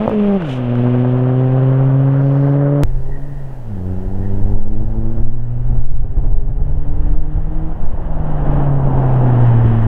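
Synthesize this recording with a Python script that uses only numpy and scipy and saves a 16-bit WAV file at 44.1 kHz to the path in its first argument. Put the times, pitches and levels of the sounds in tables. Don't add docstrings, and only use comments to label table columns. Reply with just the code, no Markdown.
import sys
import numpy as np
from scipy import signal
from scipy.fft import rfft, irfft, next_fast_len
from scipy.io import wavfile
from scipy.ndimage import uniform_filter1d, minimum_filter1d

SR = 44100
rng = np.random.default_rng(int(sys.argv[2]) if len(sys.argv) > 2 else 0)


def digitize_waveform(pressure):
    field = np.atleast_2d(pressure).T
    bounded = np.clip(field, -1, 1)
    quanta = np.round(bounded * 32767).astype(np.int16)
    wavfile.write(sys.argv[1], SR, quanta)


N = 435257
TIME = np.arange(N) / SR
CUT_S = 2.835


def amp(db):
    return 10 ** (np.asarray(db) / 20)


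def unit(x):
    return x / np.sqrt(np.mean(x ** 2) + 1e-20)


def curves(rows):
    s, *columns = np.transpose(rows)
    return [np.interp(TIME, s, c) for c in columns]


def colour(points, hz):
    f, db = np.transpose(points)
    return amp(np.interp(np.log(hz + 1), np.log(f + 1), db))


def shaped(gain_at):
    size = next_fast_len(N, True)
    spectrum = rfft(rng.standard_normal(size))
    hz = np.fft.rfftfreq(size, 1 / SR)
    return unit(irfft(spectrum * gain_at(hz), size)[:N])


def noise(points):
    return shaped(lambda f: colour(points, f))


def wander(hz):
    return shaped(lambda f: 1 / (1 + (f / hz) ** 2) ** 2)


def swell(s, length):
    return np.exp(-np.minimum((2 * (TIME - s) / length) ** 2, 20) * 2)


def resonate(x, hz, width_hz):
    turn = np.exp(2j * np.pi * np.cumsum(hz) / SR)
    r = np.exp(-np.pi * width_hz / SR)
    return 2 * (turn * signal.lfilter([1 - r], [1, -r], x / turn)).real


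def hillside(x, wet_db, t60=0.8, gap_s=0.03):
    t = np.arange(SR) / SR
    tail = rng.standard_normal(SR) * amp(-60 * t / t60) * np.clip(t / gap_s - 1, 0, 1)
    return x + amp(wet_db) * signal.fftconvolve(x, tail / np.linalg.norm(tail))[:N]


# (time [s], time shut [s], drop of the boom [dB])
LIFTS = [(0.37, 0.19, 7), (3.53, 0.081, 7.5), (7.72, 0.14, 8.5)]
SHUT_S, SPOOL_S = 0.017, 0.3


def throttle_drop():
    drop = 0
    for s, shut, db in LIFTS:
        closing = np.clip((TIME - s) / SHUT_S, 0, 1)
        spooling = np.clip(1 - (TIME - s - shut) / SPOOL_S, 0, 1)
        drop = drop + db * closing * spooling
    return drop


SECOND_DROP, RASP_DROP = 1.4, 2.3


def exhaust(speed, levels, pipe, boom_db, rasp_db, uneven_db, jitter, shimmer_db, rough, fading_db,
            count=24):
    hz, drop = curves(speed)[0], throttle_drop()
    first_db, second_db, upper_db = curves(levels)
    cycles = np.cumsum(hz) / SR
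    phase = 2 * np.pi * (cycles + jitter * wander(98))
    first = amp(first_db - drop) * np.cos(phase)
    second = amp(second_db - SECOND_DROP * drop) * np.cos(2 * phase)

    rasp, flutter = np.zeros(N), wander(22)
    for k in np.setdiff1d(np.arange(count + 1) / 2, [0, .5, 1, 2]):
        level = amp(uneven_db) if k % 1 else 1
        turbulence = 1 + rough * np.roll(flutter, rng.integers(N))
        rasp += level * colour(pipe, k * hz) * turbulence * np.cos(k * phase)

    fading = fading_db * wander(21)
    rasp_gain = amp(upper_db + rasp_db - RASP_DROP * drop + fading)
    sound = amp(boom_db) * (first + second) + rasp_gain * rasp
    return -sound * amp(shimmer_db * wander(71)), phase


# (time [s], firing rate [Hz])
AWAY_SPEED = [(0, 207), (0.06, 222), (0.19, 208), (0.36, 197), (0.5, 130.5), (0.68, 120.6), (1.8, 132.7),
              (2.83, 144)]
# (time [s], boom of order 1 [dB], order 2 [dB], rasp of the higher orders [dB])
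AWAY_EXHAUST = [(0.04, -19.5, -28, -25.5), (0.14, -13, -16, -29.5), (0.2, -9.5, -16.5, -29.5),
                (0.29, -9.5, -18, -24.5), (0.601, -11, -10.5, -27), (0.948, -11, -14, -32.5),
                (1.6, -9, -19.5, -32), (2.1, -7.5, -18.5, -37.5), (2.55, -9.5, -15.5, -29),
                (2.82, -10.5, -16.5, -27)]
# (frequency [Hz], gain [dB])
PIPE_BEHIND = [(250, -2.5), (380, 11.5), (440, 3.5), (510, 6.5), (575, 7.5), (650, -3.5), (710, -6.5),
               (780, -0.5), (880, -19.5), (1100, -15.5), (1500, -30), (2200, -30)]
# (time [s], level [dB])
IGNITION = [(0.06, -2), (0.066, -17.5), (0.11, -15.5), (0.127, -7.5)]
# (frequency [Hz], relative level [dB])
AWAY_ROAR = [(20, -6.5), (60, -7), (150, 1.5), (300, -8), (550, 2.5), (800, -5.5), (1100, -8.5),
             (1600, -13.5), (2100, -24), (3000, -57.5), (5000, -63.5)]
# (frequency [Hz], relative level [dB])
AWAY_HISS = [(900, -37.5), (1800, -1.5), (2400, 2), (3000, 1.5), (3500, -6), (4000, -16.5), (5000, -24),
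             (7000, -32), (11000, -38.5), (16000, -50)]
# (frequency [Hz], relative level [dB])
HEAVE = [(2, -13), (7, -1.5), (12, 8), (22, 0), (34, -6), (50, -19), (90, -42), (200, -94.5)]
AWAY_ROAR_DB, AWAY_HISS_DB, HISS_FADE_DB_PER_S = -28.5, -41, 5.5


def driving_away():
    engine, phase = exhaust(AWAY_SPEED, AWAY_EXHAUST, PIPE_BEHIND, boom_db=7, rasp_db=6.5, uneven_db=-17.5,
                            jitter=0.0078, shimmer_db=0.54, rough=0.042, fading_db=-0.2)
    engine = engine * amp(curves(IGNITION)[0])
    puffs = unit(1 + 0.1 * np.cos(phase))
    rush_gain = amp(AWAY_ROAR_DB - 0.16 * throttle_drop())
    rush = rush_gain * noise(AWAY_ROAR) * puffs * amp(1.4 * wander(40))
    hiss_gain = amp(AWAY_HISS_DB - HISS_FADE_DB_PER_S * TIME)
    hiss = hiss_gain * noise(AWAY_HISS) * amp(1.2 * wander(60))
    breeze = amp(-26.5 - 3.7 * TIME) * noise(HEAVE)
    return hillside(engine, wet_db=-24.5) + rush + hiss + breeze


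# (time [s], ring [Hz], level [dB])
STONES = [(0.4216, 1490, -16.5), (0.755, 1440, -18), (1.387, 949, -40), (1.522, 1866, -30.5),
          (2.352, 900, -24)]


def gravel(ring_s=0.001, grit_per_s=160, grit_db=-64, spread_db=3.0):
    stones = np.zeros(N)
    for s, hz, db in STONES:
        t = np.clip(TIME - s, 0, 1)
        stones += amp(db) * np.sin(2 * np.pi * hz * t) * np.exp(-t / ring_s)
    strengths = amp(spread_db * np.minimum(rng.exponential(1, N), 4))
    clicks = (rng.random(N) < grit_per_s / SR) * strengths
    bursts = signal.lfilter([1], [1, -np.exp(-1 / (ring_s * SR))], clicks)
    grit = noise([(1000, -23.0), (3000, 0.5), (4500, -8.0), (7000, -14.5), (12000, -37.5)])
    return stones + amp(grit_db - HISS_FADE_DB_PER_S * TIME) * unit(bursts * grit)


# (frequency [Hz], relative level [dB])
AIR = [(100, -33.5), (2000, -9), (4000, -0.5), (8000, -4), (15500, -7.5)]


def thin_hiss(first_db=-91, second_db=-63):
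    return amp(np.where(TIME < CUT_S, first_db, second_db)) * noise(AIR)


# (time [s], level [dB])
POPS = [(0.0595, -13), (0.0775, 1), (0.0955, -9), (0.1135, -12)]
# (frequency [Hz], decay time [s], level [dB])
POP_MODES = [(540, 0.0032, 0), (900, 0.0018, -4), (300, 0.003, -8), (110, 0.009, -11), (1230, 0.0018, -11)]
# (frequency [Hz], relative level [dB])
POP = [(30, -15), (120, 10), (500, 4), (900, -22), (1400, -29.5), (2500, -41.5), (4500, -52), (8000, -57),
       (14000, -71)]


def backfire(tail_db=-22, tail_s=0.044, attack_s=0.0001):
    out, scatter = np.zeros(N), noise(POP)
    for s, db in POPS:
        t = np.clip(TIME - s, 0, 1)
        bang = np.zeros(N)
        for k, (hz, life, level) in enumerate(POP_MODES):
            bang += (-1) ** k * amp(level) * np.sin(2 * np.pi * hz * t) * np.exp(-t / life)
        tail = amp(tail_db) * scatter * (t > 0) * np.exp(-t / tail_s)
        out += amp(db) * (tail - bang * (1 - np.exp(-t / attack_s)))
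    return out


# (frequency [Hz], relative level [dB])
BLOW_OFF = [(800, -36), (2000, -5), (3000, 4.5), (3700, -3.5), (4300, -15), (6000, -17), (8000, -21.5),
            (11000, -27.5), (14000, -43.5)]


def blow_off(s=0.517, length=0.18, db=-40):
    return amp(db) * swell(s, length) * noise(BLOW_OFF) * amp(1.7 * wander(120))


# (start [s], end [s], fade-out [s], level [dB])
SIZZLES = [(1.996, 2.58, 0.06, -64), (8.848, 9.7, 0.52, -64)]
# (frequency [Hz], relative level [dB])
SIZZLE = [(2000, -8), (4500, -0.5), (6200, -8), (8000, -14), (14000, -41.5)]


def sizzle(rise_s=0.25):
    level = np.zeros(N)
    for start, end, fade, db in SIZZLES:
        fade_in = np.clip((TIME - start) / rise_s, 0, 1)
        fade_out = np.clip((end - TIME) / fade, 0, 1)
        level += amp(db) * fade_in * fade_out
    return level * noise(SIZZLE) * amp(1.5 * wander(80))


def cut_click():
    return -.38 * np.exp(-np.clip(TIME - CUT_S, 0, 1) / .012)


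# (time [s], firing rate [Hz])
TOWARD_SPEED = [(2.84, 124.6), (3.3, 142.2), (3.56, 129.6), (3.79, 90.5), (4.5, 101.1), (5.5, 119.2),
                (7.6, 158.4), (7.97, 159), (9.5, 117.8), (9.87, 111.2)]
# (time [s], boom of order 1 [dB], order 2 [dB], rasp of the higher orders [dB])
TOWARD_EXHAUST = [(2.9, -24, -52, -49), (3.1, -28.5, -43, -42), (3.299, -32.5, -39, -55),
                  (3.47, -28.5, -51.5, -58), (3.72, -20.5, -23, -41), (3.95, -21, -28.5, -41.5),
                  (4.55, -22, -26, -38.5), (5.15, -17.5, -23.5, -36.5), (5.65, -12.5, -32.5, -48),
                  (6.35, -18.5, -31, -33.5), (7.05, -17.5, -25.5, -34), (7.65, -19, -25.5, -32.5),
                  (8.1, -18.5, -43, -38), (8.549, -9.5, -21, -41), (8.8, -11, -27, -40.5),
                  (9.35, -5.5, -24, -38.5), (9.8, -9, -20, -41)]
# (frequency [Hz], gain [dB])
PIPE_AHEAD = [(200, -3), (290, 3), (340, 5), (400, 2.5), (480, -7), (560, -8.5), (680, -18), (820, -13),
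              (1100, -26), (2200, -45.5)]
# (time [s], roar level [dB], gritty hiss level [dB])
TOWARD_ROAD = [(2.86, -45.5, -59), (4.1, -41.5, -57), (5.0, -37, -54.5), (6.3, -36, -50),
               (7.2, -32.5, -46.5), (7.85, -28, -47), (8.6, -18, -39), (8.74, -22, -45),
               (8.95, -18.5, -42.5), (9.4, -20.5, -38.5), (9.87, -26, -40.5)]
# (frequency [Hz], relative level [dB])
TOWARD_ROAR = [(30, -11), (120, 4), (250, 3.5), (400, 1), (600, 0.5), (830, -2.5), (1000, -7),
               (1200, -14.5), (1600, -22), (2400, -50.5), (5000, -73)]
# (frequency [Hz], relative level [dB])
TOWARD_HISS = [(700, -29), (1200, 7), (1500, 6.5), (1850, 4.5), (2250, -5), (3050, -5.5), (3600, -15.5),
               (4200, -26.5), (6000, -34.5), (16000, -60.5)]
# (time [s], centre [Hz])
GROUND_DIP = [(2.86, 1220), (4.4, 1156), (5.5, 823.3), (6.5, 625), (8.3, 412), (9.87, 607)]


def coming_closer():
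    engine, phase = exhaust(TOWARD_SPEED, TOWARD_EXHAUST, PIPE_AHEAD, boom_db=2.5, rasp_db=4.0,
                            uneven_db=-21.0, jitter=0.006, shimmer_db=-0.8, rough=0.14, fading_db=-0.5,
                            count=18)
    roar_db, hiss_db = curves(TOWARD_ROAD)
    pulsing = unit(1 + 0.14 * np.cos(phase))
    roar = amp(roar_db + 4.5) * noise(TOWARD_ROAR) * amp(0.2 * wander(25)) * pulsing
    hiss = amp(hiss_db + 3.5) * noise(TOWARD_HISS) * amp(0.86 * wander(25))
    tyres = roar + hiss
    weakened_band = resonate(tyres, curves(GROUND_DIP)[0], width_hz=260)
    return hillside(engine, wet_db=-13.5) + tyres - 0.4 * weakened_band


# (time [s], level [dB])
WIND = [(2.86, -11), (3.05, -14), (3.55, -25.5), (3.9, -21.5), (4.4, -12), (5.1, -8), (5.5, -11),
        (5.75, -3), (6.15, -0.5), (7.0, -1), (7.4, -4), (8.5, -6.5), (9.2, -12.5), (9.87, -12)]
# (frequency [Hz], relative level [dB])
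FLUTTER = [(15, -16), (35, 2), (50, -2), (80, -7), (120, -12.5), (200, -27), (350, -36.5), (800, -36),
           (2000, -86.5)]
# (time [s], length [s], level [dB])
THUMPS = [(4.351, 0.05, -30), (5.718, 0.097, -15), (6.174, 0.068, -8), (6.252, 0.064, -4),
          (6.605, 0.063, -20), (7.058, 0.091, -13.5), (9.654, 0.041, -7.5)]


def wind(flutter_db=-8, flutter_growth=1.274, gustiness_db=3.5):
    wind_db, heave = curves(WIND)[0], noise(HEAVE)
    heave /= np.sqrt(uniform_filter1d(heave ** 2, size=6000) + 0.036)
    flutter_gain = amp(flutter_db + flutter_growth * wind_db + gustiness_db * wander(20))
    flutter = flutter_gain * noise(FLUTTER)
    thumps = sum(amp(db) * swell(s, length) for s, length, db in THUMPS)
    thud = noise([(20, -20.5), (60, 11.5), (130, -10.5), (220, -2.5), (400, -18.5), (800, -28.5),
                  (2000, -53.5), (5000, -95)])
    return amp(wind_db) * heave + flutter + thumps * thud


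# (time [s], length [s], pitch [Hz], level [dB])
SQUEAKS = [(3.142, 0.096, 1880, -45), (3.295, 0.6, 1867, -55), (4.25, 0.084, 1850, -46.5)]


def squeaks(width_hz=130):
    out = np.zeros(N)
    fuzz = wander(width_hz) + 1j * wander(width_hz)
    for s, length, hz, db in SQUEAKS:
        out += amp(db) * swell(s, length) * (fuzz * np.exp(2j * np.pi * hz * TIME)).real
    return out


# (time [s], length [s], level [dB])
GUSTS = [(4.683, 0.53, 1.5), (5.287, 0.33, 5), (5.912, 0.31, 12), (6.375, 0.21, 6), (7.169, 0.17, 7.5),
         (7.856, 0.25, 6.5)]
LURCH_HZ = 10


def gusts(tick_s=0.0013, tick_db=-43):
    out, fizz = np.zeros(N), noise(AIR)
    for s, length, db in GUSTS:
        lurch = swell(s, length) * np.cos(2 * np.pi * LURCH_HZ * (TIME - s))
        tick = (TIME > s) * np.exp(-np.minimum(abs(TIME - s) / tick_s, 20))
        out += amp(db) * (lurch + amp(tick_db) * tick * fizz)
    return out


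def gain_control(x, threshold_db=-6, recover_s=1.49):
    power_db = 10 * np.log10(abs(uniform_filter1d(x ** 2, size=2205)) + 1e-12)
    excess_db = np.maximum(power_db - threshold_db, 0)
    fade = np.exp(-TIME / recover_s)
    duck_db = np.maximum.accumulate(excess_db / fade) * fade
    return x * amp(-uniform_filter1d(duck_db, size=441))


def scene():
    first = driving_away() + gravel() + backfire() + blow_off()
    second = cut_click() + coming_closer() + wind() + gusts()
    both = thin_hiss() + sizzle() + squeaks()
    return (np.where(TIME < CUT_S, first, second) + both)[None]


def record(dry):
    ducked = gain_control(dry[0])
    ceiling = .92
    gain = minimum_filter1d(np.minimum(1, ceiling / (abs(ducked) + 1e-9)), size=401)
    gain = uniform_filter1d(uniform_filter1d(gain, size=201), size=201)
    ends = signal.windows.tukey(N, .0005)
    edge = signal.firwin(511, 15800, window=("kaiser", 9), fs=SR)
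    return signal.oaconvolve(ducked * gain * ends, edge, "same")[None]


dry = scene()
out = record(dry)
digitize_waveform(out)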